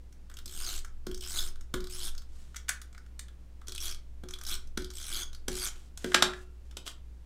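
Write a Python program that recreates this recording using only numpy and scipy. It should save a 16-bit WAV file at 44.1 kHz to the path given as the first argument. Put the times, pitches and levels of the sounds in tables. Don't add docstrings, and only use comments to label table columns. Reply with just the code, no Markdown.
import sys
import numpy as np
from scipy import signal
from scipy.fft import rfft, irfft, next_fast_len
from scipy.io import wavfile
from scipy.ndimage import uniform_filter1d, map_coordinates

SR = 44100
rng = np.random.default_rng(int(sys.argv[2]) if len(sys.argv) > 2 else 0)


def file_out(sig):
    cols = np.atleast_2d(sig).T
    lim = np.clip(cols, -1, 1)
    pcm = np.round(lim * 32767).astype(np.int16)
    wavfile.write(sys.argv[1], SR, pcm)


def elevation(decibels):
    levels = np.asarray(decibels, float)
    return 10 ** (levels / 20)


N = 319748

# frequency in Hz, relative level in dB per Hz.
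AIR_COLOUR = [(10, -13.5), (25, 0), (45, -2), (75, -5.5), (100, -9.5), (206, -15.5), (400, -22.5),
              (700, -30), (1400, -34.5), (7300, -42), (13600, -49), (16000, -51.5), (16600, -120)]
AIR_DB, HUM_DB, MAINS_HZ = -56.5, -49.5, 60
# frequency in Hz, time to fade by 60 dB in seconds.
ROOM_FADE = [(300, 0.35), (1500, 0.31), (5000, 0.22), (12000, 0.16)]

# start in seconds, hardest moment in seconds, end in seconds.
STROKE_TIMES = [(0.478, 0.69, 0.8), (1.208, 1.38, 1.49), (1.897, 2.05, 2.097), (3.803, 3.86, 3.926),
                (4.465, 4.52, 4.553), (4.935, 5.185, 5.237), (5.515, 5.655, 5.69)]
# rattle level in dB, weight of the hand on the table in dB.
STROKE_LEVELS = [(-38.5, -33), (-37.5, -30), (-40.5, -31.5), (-39.5, -36.5), (-38, -34), (-37, -37),
                 (-36.5, -42)]
RISE_DB_PER_S, FALL_DB_PER_S = 52, 85.5
TEETH_PER_S, SPEED_FOLLOWS = 112, 0.45
SLOW_BRIGHTENS = 0.32
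CASE_START_DB, CASE_END_DB = -14.5, -12.5
PATCHY_DB = 4

# time in seconds, level in dB.
CREEP_TEETH = [(0.3401, -41), (0.3693, -33), (0.3874, -35), (0.4581, -29), (0.8473, -35.5), (0.8799, -55),
               (1.1132, -33), (1.145, -30), (1.176, -36), (1.6097, -41.5), (1.8044, -34.5), (1.8415, -33.5),
               (1.8708, -34.5), (2.15, -41), (2.1794, -33), (2.2194, -44.5), (3.6713, -36.5), (3.6825, -27),
               (3.694, -35), (3.7208, -28.5), (3.7492, -29), (3.76, -31), (3.779, -25), (3.9454, -34.5),
               (4.2867, -32.5), (4.3081, -32.5), (4.337, -28), (4.387, -37), (4.4128, -33), (4.4356, -29),
               (4.4508, -32), (4.82, -35), (4.8448, -30.5), (4.9032, -34.5), (4.9122, -39), (5.3306, -38.5),
               (5.348, -35)]
CREEP_HZ, CASE_HZ = 4480, 1380
CREEP_CASE_DB, CASE_FOLLOWS = -63.5, 0.39
# time in seconds, level in dB, snap pitch in Hz,
# hollow part in dB against that level, hollow pitch in Hz.
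TOUCHES = [(0.1257, -47.5, 6000, -14, 2220), (0.2982, -42, 2930, -9, 1250), (0.3144, -46.5, 2900, -5, 1740),
           (1.067, -29.5, 3720, -9.5, 990), (1.5568, -45, 3700, -11, 1480),
           (1.7398, -21.5, 3570, -8.5, 1490), (2.5448, -42, 2930, -3, 1560),
           (2.5603, -32.5, 8800, -12.5, 1610), (2.565, -26.5, 6160, -25, 2130),
           (2.6831, -28, 3450, -13, 1500), (2.6911, -12, 9600, -12.5, 1670),
           (2.8159, -31.5, 10100, -18.5, 1360), (2.9278, -47, 7890, -13, 1250),
           (2.9473, -47, 3420, 0, 2240), (2.9782, -42.5, 5150, -5, 1630), (3.0627, -52, 2860, -8, 1750),
           (3.193, -26, 7900, -22, 2100), (3.2832, -45, 3330, -9, 1510), (3.615, -49, 3560, -1, 1270),
           (4.2358, -41.5, 3700, -1.5, 746), (4.359, -46, 9000, -7, 1300), (4.6728, -46.5, 5700, -25, 724),
           (4.774, -21.5, 4450, -11.5, 1610), (5.4815, -18.5, 6100, -13.5, 1750),
           (5.9745, -29, 7400, -19.5, 774), (6.0429, -25, 2960, -6, 1780), (6.133, -36, 5050, -15.5, 1504),
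           (6.711, -41.5, 3200, -25, 1730), (6.7238, -64.5, 5220, 9.5, 742),
           (6.7691, -24.5, 3150, -32, 1260), (6.8644, -29.5, 3200, -26, 1680),
           (6.8765, -24.5, 3220, -25, 1360)]

# frequency in Hz, relative level in dB per Hz.
FORWARD_COLOUR = [(1290, -38), (2200, -17), (3390, -1.5), (3650, -4), (4570, -5.5), (4800, -5), (5300, -1),
                  (5720, -6.5), (6530, -2.5), (7150, -6), (8170, -2.5), (9480, -8), (13300, -11),
                  (15100, -12), (16000, -29)]
# frequency in Hz, relative level in dB per Hz.
LIFTED_COLOUR = [(1000, -36), (1700, -4.5), (2170, -4), (2720, -9), (3440, -2), (4300, -6), (6320, -3.5),
                 (10000, -9.5), (10500, -14), (14800, -17), (16000, -27)]
# frequency in Hz, relative level in dB per Hz.
SIDEWAYS_COLOUR = [(1290, -41.5), (2200, -15.5), (2270, -10.5), (2730, -14.5), (3360, -1.5), (3650, -8.5),
                   (3840, -5.5), (4610, -10.5), (6310, -6.5), (7270, -12), (8030, -7.5), (9250, -11),
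                   (9970, -11.5), (15100, -19.5), (16000, -36.5)]
# frequency in Hz, relative level in dB per Hz.
CASE_COLOUR = [(410, -31.5), (700, -9), (843, -12.5), (1020, -9.5), (1090, -6), (1480, -0.5), (1860, -10),
               (2320, -7), (2500, -20.5), (3250, -40), (5500, -120)]
LIFT_S, TURN_S, REST_S = 2.3, 3.4, 6.6

# time in seconds, level in dB, stand ring in dB against that level.
TABLE_BLOWS = [(0.457, -51.5, -1), (1.067, -33, 2), (1.739, -27.5, -0.5), (3.684, -43, -6.5),
               (4.235, -37, -3), (4.774, -30.5, -2), (5.481, -29, -1), (6.042, -24.5, -2), (6.144, -24, -1),
               (6.221, -25.5, -1), (6.767, -47.5, -10.5)]
# frequency in Hz, relative level in dB per Hz.
WOOD_COLOUR = [(53, -31), (90, -10), (113, -4), (394, 0), (593, -10), (694, -12), (856, -24.5),
               (1010, -13.5), (1100, -18), (1430, -48), (2420, -120)]
# frequency in Hz, relative level in dB,
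# time to fade by 60 dB in seconds, build-up time in seconds.
STAND_MODES = [(43, -2, .5, .03), (76, -14, .5, .02), (170, -12, .3, .01), (210, -13, .4, .02),
               (259, -10, .22, .005), (366, 0, .38, .03), (366, -27, 1.0, .05), (415, -20, .4, .02)]
LET_GO_S = 6
LEAN_S, LEAN_LAG_S, SETTLE_S = 0.28, 0.028, 0.38
REST_DB = -50.5

# start in seconds, loudest moment in seconds, end in seconds, rms level in dB.
RUSTLES = [(2.287, 2.385, 2.61, -64.5), (4.565, 4.608, 4.68, -64.5), (5.7, 5.744, 5.89, -58.5),
           (5.982, 6.044, 6.44, -53.5), (6.649, 6.655, 6.76, -74), (6.853, 6.878, 6.92, -46.5)]
# frequency in Hz, relative level in dB per Hz.
PAPER_COLOUR = [(180, -38), (300, -4), (900, -11), (1410, -7), (2280, -11), (3000, -7), (4500, -8.5),
                (7950, -8), (12000, -18.5), (16000, -28)]
RUSTLE_IN_DB, RUSTLE_OUT_DB = -11, -13

# time in seconds, level in dB, resonance of the contact in Hz,
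# strength of that resonance in dB.
DROP_CONTACTS = [(6.118, -32, 1750, 17), (6.144, -6.5, 2060, 5), (6.223, -6.5, 4070, -6),
                 (6.334, -35, 1800, 18)]
# frequency in Hz, relative level in dB per Hz.
CLATTER_COLOUR = [(290, -31), (500, -6), (807, -5.5), (933, -11), (1230, -2.5), (1550, -6), (2690, -12),
                  (3920, -3.5), (4280, -11), (5880, -9.5), (6420, -15), (7640, -10.5), (8830, -19.5),
                  (11800, -23.5), (16000, -40.5)]
# frequency in Hz, relative level in dB, time to fade by 60 dB in seconds.
SHELL_MODES = [(1370, -3.0, 0.38), (1615, 2.5, 0.27), (3210, -10.5, 0.24), (3800, -1.0, 0.19),
               (5400, -12, 0.148), (5700, -2.5, 0.0955), (5870, -22.0, 0.28), (7400, -12, 0.21),
               (7790, -18.0, 0.15), (8620, -4, 0.14), (2700, -24.0, 0.89)]

TOP_HZ = 16000


def unit(x):
    return x / np.sqrt(np.mean(x ** 2) + 1e-20)


def along(points, hz):
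    f, v = np.transpose(points)
    return np.interp(np.log(hz + 1), np.log(f + 1), v)


def coloured(x, spectrum):
    size = next_fast_len(N + 8192)
    gain = unit(elevation(along(spectrum, np.fft.rfftfreq(size, 1 / SR))))
    return irfft(rfft(x, size) * gain, size)[:N]


def swell(t, start, top, end, db, in_db, out_db):
    return np.interp(t, [start, top, end], [db + in_db, db, db + out_db], -120, -120)


def bursts(times, db, rise, t60, even, ring_hz=1, ring_db=-60, sharp=5):
    t = np.arange(SR // 20) / SR
    shape = (1 - np.exp(-(t / rise) ** 2)) * elevation(-60 * t / t60)
    tones = rfft(shape * rng.standard_normal((len(times), len(t))))
    flatter = tones / (np.abs(tones) + 1e-9) ** np.clip(even, 0, 1)
    tones = rfft(shape * irfft(flatter, len(t)))
    f, centre = np.fft.rfftfreq(len(t), 1 / SR), np.reshape(ring_hz, (-1, 1))
    damping = 1j * f * centre / sharp
    resonance = damping / (centre ** 2 - f ** 2 + damping)
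    puffs = irfft(tones * (1 + elevation(ring_db) * resonance), len(t))
    energy = np.linalg.norm(shape / shape.max())
    puffs *= elevation(db)[:, None] * energy / np.linalg.norm(puffs, axis=1, keepdims=True)
    at = np.round(np.asarray(times) * SR).astype(int)[:, None] + np.arange(len(t))
    return np.bincount(at.ravel(), puffs.ravel(), N + SR)[:N]


def ringing(events, modes, spread_db):
    out, t = np.zeros(N + SR), np.arange(SR) / SR
    for s, db in events:
        ring = np.zeros(SR)
        for hz, mode_db, t60, build in modes:
            fade = elevation(db + mode_db + rng.normal(0, spread_db) - 60 * t / t60)
            ring += fade * (1 - np.exp(-t / build)) * np.sin(2 * np.pi * hz * t)
        out[round(s * SR):][:SR] += ring[:len(out) - round(s * SR)]
    return out[:N]


def rolling(t):
    rattle, case, rate = [], [], 0
    for (start, top, end), (db, _) in zip(STROKE_TIMES, STROKE_LEVELS):
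        in_db, out_db = RISE_DB_PER_S * (start - top), FALL_DB_PER_S * (top - end)
        rattle.append(swell(t, start, top, end, db, in_db, out_db))
        case.append(rattle[-1] + np.interp(t, [start, end], [CASE_START_DB, CASE_END_DB]))
        speed = elevation(SPEED_FOLLOWS * (rattle[-1] - db))
        rate = rate + TEETH_PER_S * speed * (t >= start) * (t <= end)
    return np.max(rattle, axis=0), np.max(case, axis=0), rate


def background():
    waver = map_coordinates(rng.standard_normal(60), [np.linspace(1, 58, N)])
    tone = np.sqrt(2) * np.sin(2 * np.pi * MAINS_HZ * np.arange(N) / SR)
    hum = elevation(HUM_DB + 1.5 * waver) * tone
    return hum + elevation(AIR_DB) * coloured(rng.standard_normal(N), AIR_COLOUR)


def stand():
    leaning = [(s, db + ring_db) for s, db, ring_db in TABLE_BLOWS if s < LET_GO_S]
    let_go = [(s, db + ring_db) for s, db, ring_db in TABLE_BLOWS if s >= LET_GO_S]
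    ring = ringing(leaning, STAND_MODES, spread_db=0.0) + ringing(let_go, STAND_MODES[2:], spread_db=0.0)
    t, now = np.arange(SR) / SR, np.arange(N) / SR
    modes = sum(elevation(db - 60 * t / t60) * np.sin(2 * np.pi * hz * t) for hz, db, t60, _ in STAND_MODES)
    shaking = elevation(rolling(now)[1]) * rng.standard_normal(N)
    hums = elevation(-37.5) * signal.fftconvolve(shaking, modes)[:N] + elevation(-9.5) * coloured(shaking, WOOD_COLOUR)
    slow = [(8, -49), (13, -3), (15.5, -1), (18, -7.5), (28, -46), (60, -120)]  # (Hz, relative dB per Hz)
    rocking = coloured(rng.standard_normal(N), slow)
    swing = rocking / np.sqrt(np.abs(uniform_filter1d(rocking ** 2, size=SR // 5)) + 0.05)
    weight = elevation(REST_DB)
    for (start, top, end), (_, db) in zip(STROKE_TIMES, STROKE_LEVELS):
        weight = weight + elevation(swell(now, start - LEAN_S, top + LEAN_LAG_S, end + SETTLE_S, db, -24, -20))
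    return ring + hums + weight * swing


def teeth(rate, count=48):
    t, turned = np.arange(N) / SR, np.cumsum(rate + 0.0011) / SR
    first = np.interp([row[0] + 1e-3 for row in STROKE_TIMES], t, turned)
    end = np.array([row[2] for row in STROKE_TIMES])[:, None]
    times = np.interp(first[:, None] + np.arange(count), turned, t)
    return np.minimum(times, end).ravel(), (times < end).ravel()


def patchy(x, depth_db):
    z = signal.stft(x, nperseg=256)[2]
    field = uniform_filter1d(rng.standard_normal(z.shape), size=5, axis=0)
    field = unit(uniform_filter1d(field, size=14, axis=1))
    return signal.istft(z * elevation(depth_db * field), nperseg=256)[1][:N]


def touches():
    s, db, snap_hz, case_db, case_hz = np.transpose(TOUCHES)
    bright = bursts(s - 0.0015, db - 13, rise=0.0019, t60=0.041, even=0.31,
                    ring_hz=snap_hz, ring_db=2.5, sharp=4)
    hollow = bursts(s - 0.0015, db + case_db - 10.5, rise=0.0026, t60=0.045, even=0.55,
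                    ring_hz=case_hz, ring_db=6.5, sharp=2.6)
    return bright, hollow


def creeping():
    s, db = np.transpose(CREEP_TEETH)
    chance = rng.standard_normal((len(s), 3))
    snap_hz = np.clip(CREEP_HZ * np.exp(0.39 * chance[:, 0]), 2500, 13000)
    bright = bursts(s - 0.0015, db - 13, rise=0.0016, t60=0.043, even=0.11,
                    ring_hz=snap_hz, ring_db=6, sharp=3.7)
    case_db = CREEP_CASE_DB + CASE_FOLLOWS * (db + 34.5) + 4.4 * chance[:, 1]
    case_hz = CASE_HZ * np.exp(0.12 * chance[:, 2])
    hollow = bursts(s - 0.0015, case_db, rise=0.0015, t60=0.046, even=1.0,
                    ring_hz=case_hz, ring_db=5, sharp=1.5)
    return bright, hollow


def strokes():
    rattle_db, _, rate = rolling(np.arange(N) / SR)
    at, passed = teeth(rate)
    click_db, hollow_db, local_rate = rolling(at)
    chance = rng.standard_normal((len(at), 4))
    times = at - 0.002 + 0.0012 * chance[:, 0]
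    sparse_db = 10 * np.log10(100 / np.clip(local_rate, 55, 170))
    size_db = np.where(passed, click_db, -120) + sparse_db - 0.3 + 1.1 * chance[:, 1]
    tooth_hz = 5200 * elevation(SLOW_BRIGHTENS * 2 * sparse_db) * np.exp(0.422 * chance[:, 3])
    roll = bursts(times, size_db - 1, rise=0.0021, t60=0.037, even=0.3,
                  ring_hz=np.clip(tooth_hz, 2500, 13000), ring_db=7.5, sharp=13.5)
    hollow_db = np.where(passed, hollow_db, -120) + 2.25 * chance[:, 2]
    hollow = bursts(times, hollow_db, rise=0.003, t60=0.063, even=0.097)
    crackle = elevation(3.5 * unit(uniform_filter1d(rng.standard_normal(N), size=60)))
    peel = (rate / TEETH_PER_S) ** 0.6 * elevation(rattle_db)
    fizz = elevation(-5) * peel * unit(crackle * rng.standard_normal(N))
    return patchy(roll + fizz, PATCHY_DB), hollow


def runner():
    parts = [touches(), creeping(), strokes()]
    bright = sum(part[0] for part in parts)
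    hollow = sum(part[1] for part in parts)
    t = np.arange(N) / SR
    lifted = (t > LIFT_S) & (t <= TURN_S)
    sideways = (t > TURN_S) & (t <= REST_S)
    colours = [(t <= LIFT_S, FORWARD_COLOUR), (lifted, LIFTED_COLOUR),
               (sideways, SIDEWAYS_COLOUR), (t > REST_S, PAPER_COLOUR)]
    return sum(coloured(bright * held, colour) for held, colour in colours) + coloured(hollow, CASE_COLOUR)


def thud():
    s, db, _ = np.transpose(TABLE_BLOWS)
    return coloured(bursts(s - 0.001, db - 5.0, rise=0.0028, t60=0.053, even=0.34), WOOD_COLOUR)


def rustling():
    grain = elevation(2.5 * unit(uniform_filter1d(rng.standard_normal(N), size=200)))
    now = np.arange(N) / SR
    loudness = sum(elevation(swell(now, *row, RUSTLE_IN_DB, RUSTLE_OUT_DB)) for row in RUSTLES)
    return loudness * coloured(unit(grain * rng.standard_normal(N)), PAPER_COLOUR)


def drop():
    s, db, contact_hz, contact_db = np.transpose(DROP_CONTACTS)
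    blows = bursts(s - 0.0015, db - 8.5, rise=0.0027, t60=0.041, even=0.5,
                   ring_hz=contact_hz, ring_db=contact_db[:, None], sharp=4)
    shell = [(hz, mode_db - 34, t60, 0.001) for hz, mode_db, t60 in SHELL_MODES]
    return coloured(blows, CLATTER_COLOUR) + ringing(np.transpose([s, db]), shell, spread_db=1.5)


def room(x):
    out, step = np.zeros(N + SR), SR // 4
    for start in range(0, N, step):
        hz, t, z = signal.stft(rng.standard_normal(SR // 2), SR, nperseg=256)
        fade = elevation(-60 * t / along(ROOM_FADE, hz)[:, None])
        tail = signal.istft(z * fade, SR, nperseg=256)[1][:SR // 2]
        answer = signal.fftconvolve(x[start:start + step], tail / np.linalg.norm(tail))
        out[start + 200:][:len(answer)] += answer
    return out[:N]


def scene():
    near = runner() + drop() + rustling() + thud()
    return (near + elevation(-6.5) * room(near) + stand() + background())[None]


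def top_cut(x):
    return signal.sosfilt(signal.butter(12, 16680, fs=SR, output="sos"), x)


def record(dry):
    low_pass = signal.cheby2(14, 20, TOP_HZ, fs=SR, output="sos")
    narrow = signal.sosfiltfilt(low_pass, dry)
    return top_cut(narrow)


dry = scene()
out = record(dry)
file_out(out)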